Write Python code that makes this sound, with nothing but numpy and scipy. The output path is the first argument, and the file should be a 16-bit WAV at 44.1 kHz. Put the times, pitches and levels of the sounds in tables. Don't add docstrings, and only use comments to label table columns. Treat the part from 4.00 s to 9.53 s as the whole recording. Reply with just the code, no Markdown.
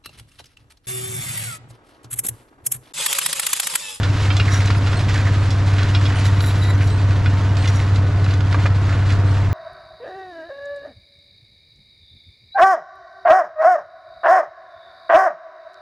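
import sys
import numpy as np
from scipy import signal
from scipy.fft import rfft, irfft, next_fast_len
from scipy.io import wavfile
from scipy.ndimage import uniform_filter1d, minimum_filter1d

SR = 44100
rng = np.random.default_rng(int(sys.argv[2]) if len(sys.argv) > 2 else 0)


def digitize_waveform(pressure):
    field = np.atleast_2d(pressure).T
    bounded = np.clip(field, -1, 1)
    quanta = np.round(bounded * 32767).astype(np.int16)
    wavfile.write(sys.argv[1], SR, quanta)


N = 243873
TIME = np.arange(N) / SR

# time_s, level_db (each user adds its own offset)
SOIL_FLOW = [(0.0, -33.5), (0.63, -33), (1.77, -37), (2.02, -34.5), (2.28, -34), (3.05, -38), (3.7, -36.5),
             (4.02, -40.5), (4.67, -38), (5.53, -40)]
# freq_hz, gain_db (relative)
BLOW_PATH = [(300, 8), (4500, -0.5), (7400, -1.5), (8600, -9.5), (11500, -13.5), (14000, -34)]
# freq_hz, width_hz, gain_db (relative)
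FRAME_MODES = [(1444, 74, 7), (1780, 76, -3), (2050, 72, -1.5), (2484, 23, -2), (2840, 27, -1.5),
               (3444, 35, -1), (3957, 49, -0.5), (4520, 48, -1), (4960, 69, -10.5), (5370, 17, -3)]


def undb(db):
    return 10 ** (np.asarray(db) / 20)


def unit(x):
    return x / np.sqrt(np.mean(x ** 2))


def curve(rows):
    return np.interp(TIME, *np.transpose(rows))


def walk(rate_hz):
    f = np.fft.rfftfreq(N, 1 / SR)
    spectrum = rfft(rng.standard_normal(N))
    return unit(irfft(spectrum * np.exp(-(f / rate_hz) ** 2), N))


def decay(t, t60_s):
    return np.exp(-np.log(1000) * t / t60_s)


def shaped(x, response):
    size = next_fast_len(len(x) + 4096)
    f = np.fft.rfftfreq(size, 1 / SR) + 1e-3
    return irfft(rfft(x, size) * response(f), size)[:len(x)]


def colour(x, points):
    hz, db = np.transpose(points)
    size = 2 * next_fast_len(len(x) // 2 + 4096)
    log_hz = np.log(np.fft.rfftfreq(size, 1 / SR) + 1)
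    gain = undb(np.interp(log_hz, np.log(hz), db))
    cepstrum = irfft(np.log(gain))[:size // 2]
    cepstrum[1:] *= 2
    response = np.exp(rfft(cepstrum, size))
    return unit(irfft(rfft(x, size) * response)[:len(x)])


def bell(x, hz, q):
    return shaped(x, lambda f: 1 / (1 + 1j * q * (f / hz - hz / f)))


def double_bell(x, hz, q):
    return bell(bell(x, hz, q), hz, q)


def ring(x, modes):
    def response(f):
        return sum(undb(db) / (1 + 1j * (f * f - hz * hz) / (f * width)) for hz, width, db in modes)
    return shaped(x, response)


def add(out, start_s, x, pan=0.):
    start = max(int(start_s * SR), 0)
    x = x[:N - start]
    out[:, start:start + len(x)] += np.outer([1 + pan, 1 - pan], x)


def spread(mid, side, side_db, left_db):
    side = undb(side_db) * side
    return np.array([(mid + side) * undb(left_db / 2), (mid - side) * undb(-left_db / 2)])


def crumbs(per_second, scatter_db, tail_s):
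    chance = rng.random(N)
    sizes = undb(scatter_db * np.minimum(rng.exponential(size=N), 4.5))
    breaks = (chance < per_second / SR) * sizes ** 2
    energy = signal.lfilter([1], [1, -np.exp(-1 / (tail_s * SR))], breaks)
    return unit(np.sqrt(energy + 1e-12) * rng.standard_normal(N))


def exhaust(firing, waver=0.24, firing_waver=0.035, lope=0.022):
    # time_s, exhaust_level_db
    load = [(0, -16.5), (1, -16.5), (2.2, -15), (5.53, -15.5)]
    # multiple_of_firing_rate, level_db (relative)
    lines = [(1, -2), (2, -30), (3, -25.5), (4, -45.5), (5, -35), (6, -53), (7, -35.5)]
    out = firing_waver * walk(31) * np.sin(2 * np.pi * firing)
    for k, db in lines:
        unsteady = firing_waver if k == 1 else waver
        out = out + undb(db) * (1 + unsteady * walk(12.0)) * np.cos(2 * np.pi * k * firing)
    cylinders = np.cos(2 * np.pi * firing / 6)
    return unit(out * (1 + lope * cylinders)) * undb(curve(load))


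def machinery(firing, clatter_db=-29, beat=0.047, whine_db=-1):
    # freq_hz, density_db_per_hz (relative)
    clatter_spectrum = [(20, -24), (35, -4.5), (60, 5), (100, 11), (170, -1), (280, 5.5), (380, -2.5),
                        (700, -3.5), (850, -8), (1000, -3), (1900, -10), (3500, -35), (9000, -49.5)]
    # mean_pitch_hz, rms_db (before whine_db)
    whines = [(175.6, -38.5), (419, -46.5), (716, -49), (912, -46.5), (1496, -47.5)]
    gate = 1 + beat * np.cos(2 * np.pi * firing)
    mid, side = (colour(rng.standard_normal(N) * gate, clatter_spectrum) for _ in range(2))
    clatter = spread(mid, side, side_db=-16.0, left_db=-1.5) * undb(clatter_db + .5 * walk(4.3))
    engine_time_s = firing / firing[-1] * TIME[-1]
    whine = 0
    for hz, db in whines:
        level = undb(db + 2 * walk(1.8))
        whine = whine + level * unit(np.cos(2 * np.pi * hz * engine_time_s + 2.46 * walk(4.4)))
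    return clatter + undb(whine_db) * whine


def putter(putter_db=-23, hunt_hz=0.04, chamber_hz=100, chamber_q=2.35, scatter_db=.5, first_puff_s=.02):
    # time_s, firing_rate_hz
    speed = [(0, 15.04), (.4, 16.43), (.8, 16.63), (1.3, 16.7), (2, 16.865), (2.6, 16.58), (3.3, 17.1),
             (3.8, 16.915), (4.4, 16.64), (5, 16.53), (5.53, 16.53)]
    # freq_hz, gain_db (relative)
    silencer = [(17, -31), (33.5, -6), (50, -13.5), (67, -5), (84, -2.5), (100, -5.5), (117, -2),
                (133, -3.5), (150, -8.5), (167, -21.5), (200, -21), (250, -30), (400, -38.5), (1500, -62.5)]
    turns = np.cumsum(curve(speed) + hunt_hz * walk(6.2)) / SR - first_puff_s * speed[0][1]
    count = np.floor(turns)
    pulses = np.diff(count, prepend=count[0]) * undb(scatter_db * walk(22.0))
    puffs = shaped(pulses - pulses.mean(), lambda f: 1 / (1 + 1j * f / 900) ** 2)
    puffs = puffs - 2 * bell(puffs, chamber_hz, chamber_q)
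    return colour(puffs, silencer) * undb(putter_db)


def soil(soil_db=0.56, patter_db=-7, crackle_db=-9, crackle_hz=1900, treble_hz=5000, brighten=0.38):
    # freq_hz, density_db_per_hz (relative)
    hiss_spectrum = [(400, 6), (900, 6), (1600, 7.5), (2400, 5), (3000, 3.5), (4000, 3), (5500, -3),
                     (7400, -7.5), (8500, -13.5), (10200, -18.5), (12200, -27), (14000, -51)]
    flow_db = curve(SOIL_FLOW)
    mid, side = (colour(crumbs(per_second=1300, scatter_db=6.0, tail_s=0.019), hiss_spectrum) for _ in range(2))
    treble = shaped(mid, lambda f: 1 / (1 + (treble_hz / f) ** 4))
    mid = mid + treble * (undb(brighten * (flow_db - flow_db.mean())) - 1)
    hiss = spread(mid, side, side_db=-9.5, left_db=-1.0)
    clods = crumbs(per_second=63, scatter_db=5.0, tail_s=0.0027)
    patter = colour(bell(bell(clods, 1570, 1.0), 1570, 0.99), BLOW_PATH)
    stalks = crumbs(per_second=280, scatter_db=2.0, tail_s=0.00046)
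    crackle = colour(bell(stalks, crackle_hz, 1.2), BLOW_PATH)
    level = undb(flow_db + soil_db + .5 * walk(1.5))
    return (hiss + undb(patter_db) * patter + undb(crackle_db) * crackle) * level


def jolts(per_second=2.4, over_flow_db=7, centre_hz=(1500, 3600), t60_s=(0.051, 0.2)):
    flow_db, rows = curve(SOIL_FLOW), []
    for when, pitch, rattle in rng.random(size=(int(per_second * TIME[-1]), 3)):
        db = flow_db[int(when * N)] + over_flow_db
        hz = np.interp(pitch, [0, 1], centre_hz)
        rows.append((when * TIME[-1], db, hz, np.interp(rattle, [0, 1], t60_s)))
    return rows


def blows(rows, gain_db, q, strike):
    base_ring_db, damp_db_per_s, hard_hz, soft_db_per_octave = 4.5, 44, 1900, 15
    out, t = np.zeros((2, N)), TIME[:SR // 4]
    for start_s, db, hz, t60_s in rows:
        chatter = rng.standard_normal(len(t)) * decay(t, max(t60_s, .005))
        chatter *= 1 + strike * np.exp(-t / 0.0025)
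        contact = colour(double_bell(chatter, hz, q), BLOW_PATH)
        octaves_soft = max(np.log2(hard_hz / hz), 0)
        ring_db = base_ring_db - damp_db_per_s * t60_s - soft_db_per_octave * octaves_soft
        sound = contact + undb(ring_db) * unit(ring(contact, FRAME_MODES))
        onset_rms = np.std(sound[:SR // 100])
        add(out, start_s, sound / onset_rms * undb(db + gain_db), pan=rng.uniform(-0.37, .1))
    return out


def knocks():
    # start_s, level_db (before gain_db), centre_hz, rattle_t60_s
    listed = [(.032, -17.5, 2730, 0.13), (.367, -17, 4730, 0.1), (.658, -27, 8000, 0.04),
              (.674, -22, 3700, 0.055), (.705, -19.5, 3000, 0.09), (.748, -24, 2600, .05),
              (.871, -20, 2000, .1), (.93, -19.5, 2000, .07), (1.088, -25, 2970, 0.65),
              (1.141, -25, 6000, .06), (1.505, -23, 5000, 0.12), (1.783, -18.5, 2000, 0.41),
              (1.83, -23, 3850, 0.031), (2.255, -23, 3700, 0.08), (2.406, -19.5, 3700, 0.02),
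              (2.439, -20.5, 2200, 0.038), (2.485, -28.5, 3200, .06), (2.645, -38, 3900, 0.045),
              (3.568, -24, 3900, 0.058), (3.656, -21, 3000, 0.049), (3.675, -18.5, 3430, 0.084),
              (3.958, -25, 3800, .06), (4.243, -26.5, 4000, 0.054), (4.308, -24.5, 3000, 0.056),
              (4.338, -26, 4560, 0.06), (4.406, -23.5, 2500, 0.055), (4.527, -20, 2780, 0.018),
              (4.663, -27, 4300, 0.072), (4.925, -21.5, 1500, 0.29), (5.098, -23, 2180, 0.14),
              (5.122, -28.5, 5000, 0.1)]
    return blows([*listed, *jolts()], gain_db=-8.0, q=0.7, strike=0.39)


def pebbles(pebble_db=3, scatter_db=3, t60_s=0.056, low_hz=1000, high_hz=4000, overtone=1.9, overtone_db=-5):
    out, t, flow_db = np.zeros((2, N)), TIME[:SR // 10], curve(SOIL_FLOW)
    for when, pitch, size, side in rng.random(size=(130, 4)):
        hz = low_hz * (high_hz / low_hz) ** pitch
        tone = np.sin(2 * np.pi * hz * t) + undb(overtone_db) * np.sin(2 * np.pi * hz * overtone * t)
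        tick = tone * decay(t, t60_s) * np.sqrt(low_hz / hz)
        db = flow_db[int(when * N)] + pebble_db + scatter_db * (2 * size - 1)
        add(out, when * TIME[-1], tick * undb(db), pan=(side - .5) / 2)
    return out


def clanks(q=1.4, place_db=3, chatter_db=-7, chatter_t60_s=.13, rise_s=.0006, bounce_s=.005, bounce_db=-5,
           detune=.018):
    # start_s, level_db, centre_hz, place_struck_0_to_1, pitch_ratio_of_member
    strikes = [(0.303, -23, 2480, 0.76, 0.93), (.398, -19.5, 2330, 0.56, 0.98),
               (1.948, -22, 3480, 0.75, 0.99), (2.054, -27, 3270, 0.37, 0.97),
               (3.259, -24.5, 2060, 0.83, 1)]
    out, t = np.zeros((2, N)), TIME[:SR // 4]
    for start_s, db, hz, place, tuning in strikes:
        sound, contact_s = 0, 0
        for bounce in range(4):
            age = np.maximum(t - contact_s, 0)
            for k, (mode_hz, width_hz, mode_db) in enumerate(FRAME_MODES):
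                level_db = mode_db + bounce * bounce_db + place_db * np.cos(np.pi * k * place)
                gain = undb(level_db) / np.hypot(1, q * (mode_hz / hz - hz / mode_hz))
                pitch_hz = mode_hz * tuning * (1 + detune * min(bounce, 1) * rng.standard_normal())
                envelope = np.exp(-np.pi * width_hz * age) * (1 - np.exp(-age / rise_s))
                sound = sound + gain * envelope * np.sin(2 * np.pi * (pitch_hz * age + rng.random()))
            contact_s += bounce_s * rng.uniform(.5, 2)
        chatter = rng.standard_normal(len(t)) * decay(t, chatter_t60_s)
        sound = unit(sound) + undb(chatter_db) * colour(double_bell(chatter, hz, q), BLOW_PATH)
        onset_rms = np.std(sound[:SR // 100])
        add(out, start_s, sound / onset_rms * undb(db), pan=rng.uniform(-0.3, 0))
    return out


def rasps(rasp_db=0, q=2.8, fall_octaves=0.39, grit_db=-4, lean=0.58):
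    # start_s, length_s, level_db, starting_resonance_hz
    clods = [(0.478, 0.046, -30, 1970), (.515, 0.1, -32, 1750), (0.602, 0.03, -31.5, 2100),
             (1.083, 0.035, -30.5, 2270), (1.13, .12, -31, 1830), (1.25, 0.07, -34, 2000),
             (2.07, 0.09, -36.5, 2080), (2.166, .06, -36.5, 3030), (2.812, 0.043, -35.5, 2420),
             (3.64, 0.026, -32.5, 2230), (3.792, 0.017, -32.5, 2220), (4.899, 0.055, -35.5, 1580),
             (5.09, .06, -35.5, 2000)]
    out, grit = np.zeros((2, N)), crumbs(per_second=500, scatter_db=1.0, tail_s=0.00076)
    for start_s, length_s, db, hz in clods:
        n = int(length_s * SR)
        along = np.linspace(0, 1, n)
        slips = np.roll(grit, -int(start_s * SR))[:n]
        read_at = np.cumsum(2 ** (-fall_octaves * along))
        body = np.interp(read_at, np.arange(n), double_bell(slips, hz, q))
        sound = unit(body) + undb(grit_db) * colour(bell(slips, hz, 0.73), BLOW_PATH)
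        envelope = np.sin(np.pi * along ** lean)
        add(out, start_s, unit(sound * envelope) * undb(db + rasp_db), pan=rng.uniform(-0.34, 0))
    return out


def scrapes(scrape_db=0, q=0.66, bend=0.005, top_hz=12300, catch_db=2.0, swell=0.74, lean=0.69,
            grit_per_s=450, grit_db=3):
    # start_s, length_s, level_db, ring_centre_hz, rear_gang_share_0_to_1, grind_over_ring_db
    drags = [(0.496, 0.13, -33, 4600, 0.1, -7), (2.22, 0.82, -54, 9500, .9, -20),
             (2.238, 0.056, -39, 8000, 0.5, -5), (2.4, 0.14, -38.5, 11000, 0.7, -12),
             (2.594, 0.13, -49, 11000, .8, -18), (2.604, 0.14, -35.5, 1500, 1, -12),
             (2.818, 0.1, -46.5, 9000, 0.4, -3), (3.669, 0.044, -40, 7500, 0, -15),
             (3.725, .11, -44, 7000, 0, -15)]
    # freq_hz, width_hz, gain_db (relative)
    front_disc = [(1300, 59, 9), (2000, 52, 2), (3820, 96, 0.5), (5650, 64, 6), (6640, 90, -3),
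                  (8600, 110, -9), (9800, 70, -6), (9800, 110, -24), (11900, 250, -15)]
    # freq_hz, width_hz, gain_db (relative)
    rear_disc = [(1970, 16, 12.5), (3900, 80, 8.5), (7200, 340, -6), (9970, 18, 2), (9500, 690, -13),
                 (10650, 120, -15), (11930, 130, -5)]
    out, t = np.zeros((2, N)), TIME[:SR]
    grit, shift, catching = walk(grit_per_s), walk(20.5), walk(40)
    for start_s, length_s, db, hz, rear, grind_db in drags:
        now = slice(int(start_s * SR), int(start_s * SR) + len(t))
        along = np.minimum(t / length_s, 1)
        pressure = np.abs(np.sin(np.pi * along ** lean)) ** swell
        grip = undb(grit_db * grit[now] + catch_db * catching[now])
        friction = pressure * rng.standard_normal(len(t)) * grip
        drive = shaped(bell(friction, hz, q), lambda f: 1 / (1 + (f / top_hz) ** 16))
        ringing = (1 - rear) * ring(drive, front_disc) + rear * ring(drive, rear_disc)
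        sound = unit(ringing) + undb(grind_db) * colour(drive, BLOW_PATH)
        sound = np.interp(t + bend * np.cumsum(shift[now]) / SR, t, sound)
        scrape_rms = np.std(sound[:int(length_s * SR)])
        add(out, start_s, sound / scrape_rms * undb(db + scrape_db), pan=rng.uniform(-0.17, 0.088))
    return out


def squeaks(squeak_db=-5.0, jitter=0.0084, second_db=-6, third_db=-4, catch_db=4, lean=0.65):
    # start_s, length_s, starting_pitch_hz, level_db (before squeak_db), glide_hz_per_s
    glides = [(0.755, 0.04, 4990, -36, 198), (0.937, 0.078, 4270, -36, -1500),
              (1.388, 0.1, 4300, -41, 2495), (2.153, 0.054, 2990, -31.5, -2),
              (2.886, 0.12, 3980, -40, 1800), (3.579, 0.11, 4210, -34, 900), (5.265, 0.096, 4220, -40, 600)]
    out, wobble, grip = np.zeros((2, N)), walk(220), unit(undb(catch_db * walk(90)))
    for start_s, length_s, start_hz, db, glide in glides:
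        n = int(length_s * SR)
        hz = (start_hz + glide * TIME[:n]) * (1 + jitter * np.roll(wobble, -int(start_s * SR))[:n])
        phase = 2 * np.pi * np.cumsum(hz) / SR
        tone = np.sin(phase) + undb(second_db) * np.sin(2 * phase)
        if start_hz < 3500:
            tone = tone + undb(third_db) * np.sin(3 * phase)
        envelope = np.sin(np.pi * np.linspace(0, 1, n) ** lean)
        add(out, start_s, tone * envelope * undb(db + squeak_db))
    return out * grip


def bangs(crunch_db=-4, crunch_q=.6, rise_s=.0007, pan=.1):
    # start_s, level_db, pitch_hz, t60_s
    stones = [(4.544, -20.5, 1170, .04), (4.656, -21, 1200, .045), (4.661, -24.5, 1750, .035),
              (4.669, -29, 1250, .04)]
    # multiple_of_pitch, level_db (relative)
    modes = [(.45, -7), (.78, -4), (1, 0), (1.37, -4), (1.65, -6), (2.03, -9), (2.43, -14), (3.6, -21)]
    out, t = np.zeros((2, N)), TIME[:SR // 8]
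    for start_s, db, hz, t60_s in stones:
        body = sum(undb(mode_db) * np.sin(2 * np.pi * (ratio * hz * t + rng.random())) for ratio, mode_db in modes)
        crunch = colour(double_bell(rng.standard_normal(len(t)), hz, crunch_q), BLOW_PATH)
        envelope = decay(t, t60_s) * (1 - np.exp(-t / rise_s))
        sound = (unit(body) + undb(crunch_db) * crunch) * envelope
        onset_rms = np.std(sound[:SR // 100])
        add(out, start_s, sound / onset_rms * undb(db), pan=-pan)
    return out


def wind(wind_db=-43, gust_db=4):
    ports = [unit(double_bell(rng.standard_normal(N), 28, 0.95)) for _ in range(2)]
    return np.array(ports) * undb(wind_db + gust_db * walk(1.8))


def scene():
    # time_s, firing_rate_hz
    firing_rate = [(0, 98.38), (1.2, 98.56), (1.6, 97.86), (2.9, 97.67), (3.6, 97.3), (4.5, 97.14),
                   (5.53, 97.63)]
    firing = np.cumsum(curve(firing_rate)) / SR
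    engines = exhaust(firing) + machinery(firing) + putter()
    harrow = soil() + knocks() + pebbles() + clanks() + rasps() + scrapes() + squeaks() + bangs()
    return engines + harrow + wind()


def record(dry, ceiling=0.58, hold_s=0.012, top_hz=14100):
    # freq_hz, left_lead_rad
    ports = [(0, 0), (600, -.1), (2500, -0.5), (6000, -0.47), (9500, -0.37), (14000, 0)]
    allowed = ceiling / np.maximum(np.abs(dry).max(axis=0), ceiling)
    hold = int(hold_s * SR)
    dry = dry * uniform_filter1d(minimum_filter1d(allowed, hold), hold)
    hz, lead_rad = np.transpose(ports)
    left = shaped(dry[0], lambda f: np.exp(1j * np.interp(f, hz, lead_rad)))
    low_pass = signal.ellip(8, .2, 70, top_hz, fs=SR, output="sos")
    return signal.sosfilt(low_pass, [left, dry[1]])


dry = scene()
out = record(dry)
digitize_waveform(out)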